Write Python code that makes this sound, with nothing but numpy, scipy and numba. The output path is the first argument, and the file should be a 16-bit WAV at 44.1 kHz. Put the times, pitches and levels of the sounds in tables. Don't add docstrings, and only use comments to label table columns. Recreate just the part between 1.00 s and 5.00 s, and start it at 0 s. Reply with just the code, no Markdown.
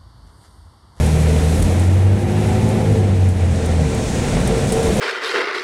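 import sys
import numpy as np
from scipy import signal
from scipy.fft import rfft, irfft
from scipy.io import wavfile
from scipy.ndimage import uniform_filter1d, minimum_filter1d
from numba import njit

SR = 44100
rng = np.random.default_rng(int(sys.argv[2]) if len(sys.argv) > 2 else 0)


def dump(signal):
    limited = np.clip(np.atleast_2d(signal).T, -1, 1)
    pcm = np.round(limited * 32767).astype(np.int16)
    wavfile.write(sys.argv[1], SR, pcm)


N = 176400

# time_s, firing_hz, boom_db
ENGINE_PULLING = [(0.0, 77.07, -15.5), (0.52, 79.44, -14.5), (0.64, 85.28, -18.5), (0.79, 89.21, -12.5),
                  (1.11, 97.44, -11.5), (1.23, 100.6, -20.5), (1.61, 108.0, -18.5), (1.79, 106.9, -20.5),
                  (1.86, 105.1, -16), (2.12, 96.3, -15), (2.28, 91.8, -11), (2.4, 90.0, -19.5),
                  (2.43, 87.1, -13), (2.65, 81.5, -21), (2.71, 83, -12.5), (2.78, 80.76, -16.5),
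                  (2.83, 77.7, -13), (2.9, 73.4, -30)]
ENGINE_COASTING = [(3.0, 68, -29), (4.0, 72, -36)]
# cycles_per_six_firings, level_db
ENGINE_ORDERS = [(4, -32.5), (5, -27), (9, -25.5), (10, -34.5), (12, -24), (14, -32.5), (15, -34),
                 (18, -37.5), (20, -37), (21, -31), (22, -34.5), (29, -37), (42, -43), (48, -42)]
# pitch_hz, width_hz, level_db
BAY_MODES = [(353, 49, -36), (394, 31, -36), (527, 32, -40), (746.5, 10, -39), (818, 65, -39.5)]
# time_s, gain_db
ENGINE_LOAD = [(0, -5.5), (.6, -5.5), (1.15, -4.5), (1.4, -.5), (1.9, 0), (2.1, -4.5), (2.4, -9),
               (2.8, -5.5), (3.0, -5.5), (4.0, -15)]
# time_s, rumble_db, drone_db, roar_db
ROAD_LEVELS = [(0,-20.5,-28,-32.5), (.4,-22,-31,-33.5), (.7,-21,-28,-33.5), (.95,-23.5,-32,-36.5),
               (1.22,-23,-31.5,-36.5), (1.45,-20.5,-29,-33.5), (1.9,-21,-29.5,-35), (2.3,-24.5,-35,-39),
               (2.6,-21.5,-30,-35.5), (2.9,-20,-29.5,-34.5), (3.25,-18,-26,-31), (3.45,-19,-27,-32),
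               (3.75,-19.5,-24.5,-32), (4.0,-17.5,-23.5,-30.5)]
# frequency_hz, relative_db
RUMBLE_SPECTRUM = [(10, -27), (25, -5), (50, -5.5), (80, -2), (135, 2.5), (170, -3), (200, 2), (235, -1.5),
                   (275, -7.5), (320, -17.5), (500, -41), (3000, -86)]
DRONE_SPECTRUM = [(200, -19), (320, -4), (450, 7), (560, 2.5), (780, 0), (900, -5.5), (1150, -15),
                  (2000, -44), (8000, -71)]
ROAR_SPECTRUM = [(100, -45), (500, -11), (950, 2), (1200, -1.5), (1900, 0.5), (2400, -1), (3000, -6.5),
                 (4000, -10.5), (5000, -18), (9000, -49), (15000, -65)]
# pitch_hz, width_hz, relative_db
PANEL_MODES = [(364.4, 57, -6.5), (485, 53, -8), (519.5, 14, -7.5), (627, 65, -8), (753, 14, -14),
               (1366, 21, -22.5)]
# time_s, gain_db
PANEL_SWELLS = [(0,-34), (.15,-32), (.28,-24), (.43,-25), (.6,-47), (1.6,-36), (1.95,-27), (2.25,-38),
                (2.65,-31.5), (2.95,-25), (3.1,-35.5), (3.44,-31.5), (3.55,-21), (4.0,-25)]
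# start_s, level_db, length_s
ROAD_BUMPS = [(0.403, -32, 0.086), (0.584, -17.5, .09), (3.32, -21, 0.1), (3.437, -22, 0.23),
              (3.841, -24.5, 0.087)]
# time_s, hiss_db, top_db
SPRAY_LEVELS = [(0,-34.5,-40.5), (.4,-35,-43.5), (.62,-35,-41), (.85,-38,-47), (1.0,-42,-50),
                (1.25,-43.5,-50.5), (1.45,-38,-47), (1.7,-39,-48), (1.95,-39.5,-49), (2.1,-42.5,-55),
                (2.35,-43,-52), (2.6,-37.5,-60), (2.85,-37,-60), (3.15,-33.5,-53.5), (3.55,-33.5,-50),
                (4.0,-31,-39.5)]
# frequency_hz, relative_db
HISS_SPECTRUM = [(500, -42), (2000, -11), (3600, 0.5), (4900, -2.5), (5500, 0), (7350, -0.5), (7650, -2.5),
                 (7900, 1), (9000, -2), (10500, -9.5), (12000, -21), (15000, -24)]
TOP_SPECTRUM = [(2000, -40), (7000, -31), (9300, 6.5), (10900, 8), (12000, 0), (13000, -2), (14000, -14),
                (15700, -18)]
# start_s, strength_db, decay_s
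TRIM_TICKS = [(0.062, -26, 0.0055), (.600, -28, .005), (.624, -20.5, 0.0042), (.795, -30.5, .008),
              (1.688, -33, .008), (2.287, -34, 0.0089), (2.658, -31.5, .008), (2.946, -30, .006),
              (3.402, -31, 0.0036), (3.474, -20.5, 0.0041), (3.721, -22.5, .011), (3.831, -29, .005),
              (3.968, -27, .005)]
# frequency_hz, relative_db
TICK_SPECTRUM = [(1500, -16), (4000, -10), (7000, -5), (8300, 2.5), (9600, 2), (11000, -10), (13000, -13),
                 (15700, -26)]


def engine(cabin_hz=156.1, cabin_half_width_hz=2.4, speed_jitter=0.0021, throb_depth=0.61):
    drive = ENGINE_PULLING + ENGINE_COASTING
    firing_hz, boom_db = curve(drive, column=1), curve(drive, column=2)
    phase = 2 * np.pi * np.cumsum(firing_hz * (1 + speed_jitter * waver(21.3))) / SR
    boom = undb(boom_db + 1.1 * waver(28)) * np.sin(phase)
    cycle = phase / 6
    orders = sum(undb(db + 2 * waver(3.7)) * np.sin(order * cycle + rng.uniform(0, 2 * np.pi))
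                 for order, db in ENGINE_ORDERS)
    detune = (2 * firing_hz - cabin_hz) / cabin_half_width_hz
    cabin = undb(boom_db - 5) / (1 + detune ** 2) * np.sin(2 * phase)
    bay = sum(undb(db) * resonance(hz, width) for hz, width, db in BAY_MODES)
    growl = (1 + throb_depth * np.cos(phase)) * bay
    return np.sqrt(2) * (boom + cabin) + undb(curve(ENGINE_LOAD)) * (np.sqrt(2) * orders + growl)


def road(flutter_db=0.74):
    rumble = undb(curve(ROAD_LEVELS, column=1) - 1) * noise(RUMBLE_SPECTRUM)
    panels = sum(undb(db) * resonance(hz, width) for hz, width, db in PANEL_MODES)
    drone = undb(curve(ROAD_LEVELS, column=2)) * (undb(-2) * noise(DRONE_SPECTRUM) + panels)
    roar = undb(curve(ROAD_LEVELS, column=3) - 0.5) * noise(ROAR_SPECTRUM)
    return rumble + (drone + roar) * undb(flutter_db * waver(20))


def panel_ring(pitch_hz=449, drift_hz=4, waver_db=3):
    phase = 2 * np.pi * np.cumsum(pitch_hz + drift_hz * waver(12.1)) / SR
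    whine = np.sqrt(2) * undb(-4.5 + waver_db * waver(7.9)) * np.sin(phase)
    ring = undb(-5.5) * resonance(hz=451, width_hz=13)
    return undb(curve(PANEL_SWELLS)) * (whine + ring)


def bumps():
    t, push = np.arange(N) / SR, 0
    for start, db, length in ROAD_BUMPS:
        age = np.maximum(t - start, 0) / length * np.e
        push = push + undb(db) * age * np.exp(1 - age)
    thud = resonance(hz=47, width_hz=19)
    knock = undb(-3.5) * resonance(hz=158, width_hz=120)
    return push * (thud + knock)


def tyre_spray(drops_per_s=600, flutter_db=0.72):
    impacts = (rng.random(N) < drops_per_s / SR) * rng.standard_normal(N)
    impacts *= undb(0.5 * np.minimum(rng.exponential(size=N), 4))
    drops = undb(-16.5) * unit(colour(impacts, HISS_SPECTRUM))
    hiss = undb(curve(SPRAY_LEVELS, column=1) - 1) * (noise(HISS_SPECTRUM) + drops)
    top = undb(curve(SPRAY_LEVELS, column=2) - 1.5) * noise(TOP_SPECTRUM)
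    return (hiss + top) * undb(flutter_db * waver(28))


def loose_trim(attack_s=0.00053):
    t, contact = np.arange(N) / SR, 0
    for start, db, decay in TRIM_TICKS:
        age = np.maximum(t - start, 0)
        contact = contact + undb(db) * (1 - np.exp(-age / attack_s)) * np.exp(-age / decay)
    return colour(contact * rng.standard_normal(N), TICK_SPECTRUM)


def water_swish(peak_s=3.13, half_length_s=0.2, level_db=-39):
    swell = np.exp(-((np.arange(N) / SR - peak_s) / half_length_s) ** 2)
    return undb(level_db) * swell * resonance(hz=6840, width_hz=1860)


def undb(db):
    return 10 ** (np.asarray(db) / 20)


def unit(x):
    return x / np.sqrt(np.mean(x ** 2))


def curve(table, column=1):
    rows = np.array(table)
    return np.interp(np.arange(N) / SR, rows[:, 0], rows[:, column])


def colour(x, spectrum):
    hz, db = np.array(spectrum).T
    f = np.fft.rfftfreq(N, 1 / SR) + 1
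    log_gain = np.log(undb(np.interp(np.log(f), np.log(hz), db)))
    cepstrum = irfft(log_gain, N)
    cepstrum[1:N // 2] *= 2
    cepstrum[N // 2 + 1:] = 0
    response = np.exp(rfft(cepstrum))
    return irfft(rfft(x) * response / np.sqrt(np.mean(abs(response) ** 2)), N)


def noise(spectrum):
    return unit(colour(rng.standard_normal(N), spectrum))


def resonance(hz, width_hz):
    f = np.fft.rfftfreq(N, 1 / SR) + 1
    detune = (f / hz - hz / f) * hz / width_hz
    return unit(irfft(rfft(rng.standard_normal(N)) / (1 + detune ** 2 / 2), N))


def waver(rate_hz):
    f = np.fft.rfftfreq(N, 1 / SR)
    return unit(irfft(rfft(rng.standard_normal(N)) * np.exp(-(f / rate_hz) ** 2) * (f > 0), N))


@njit
def peak_level(x, keep):
    levels, held = np.empty(len(x)), 0.
    for i in range(len(x)):
        held = max(abs(x[i]), held * keep)
        levels[i] = held
    return levels


def scene():
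    return (engine() + road() + panel_ring() + tyre_spray() + water_swish() + bumps() + loose_trim())[None]


def record(dry, threshold=0.51, release_s=0.019, cutoff_hz=15750):
    peaks = peak_level(dry[0], np.exp(-1 / (release_s * SR)))
    gain = threshold / np.maximum(peaks, threshold)
    gain = uniform_filter1d(minimum_filter1d(gain, size=89), size=89)
    lowpass = signal.ellip(10, .1, 80, cutoff_hz, fs=SR, output="sos")
    return signal.sosfilt(lowpass, dry * gain)


dry = scene()
out = record(dry)
dump(out)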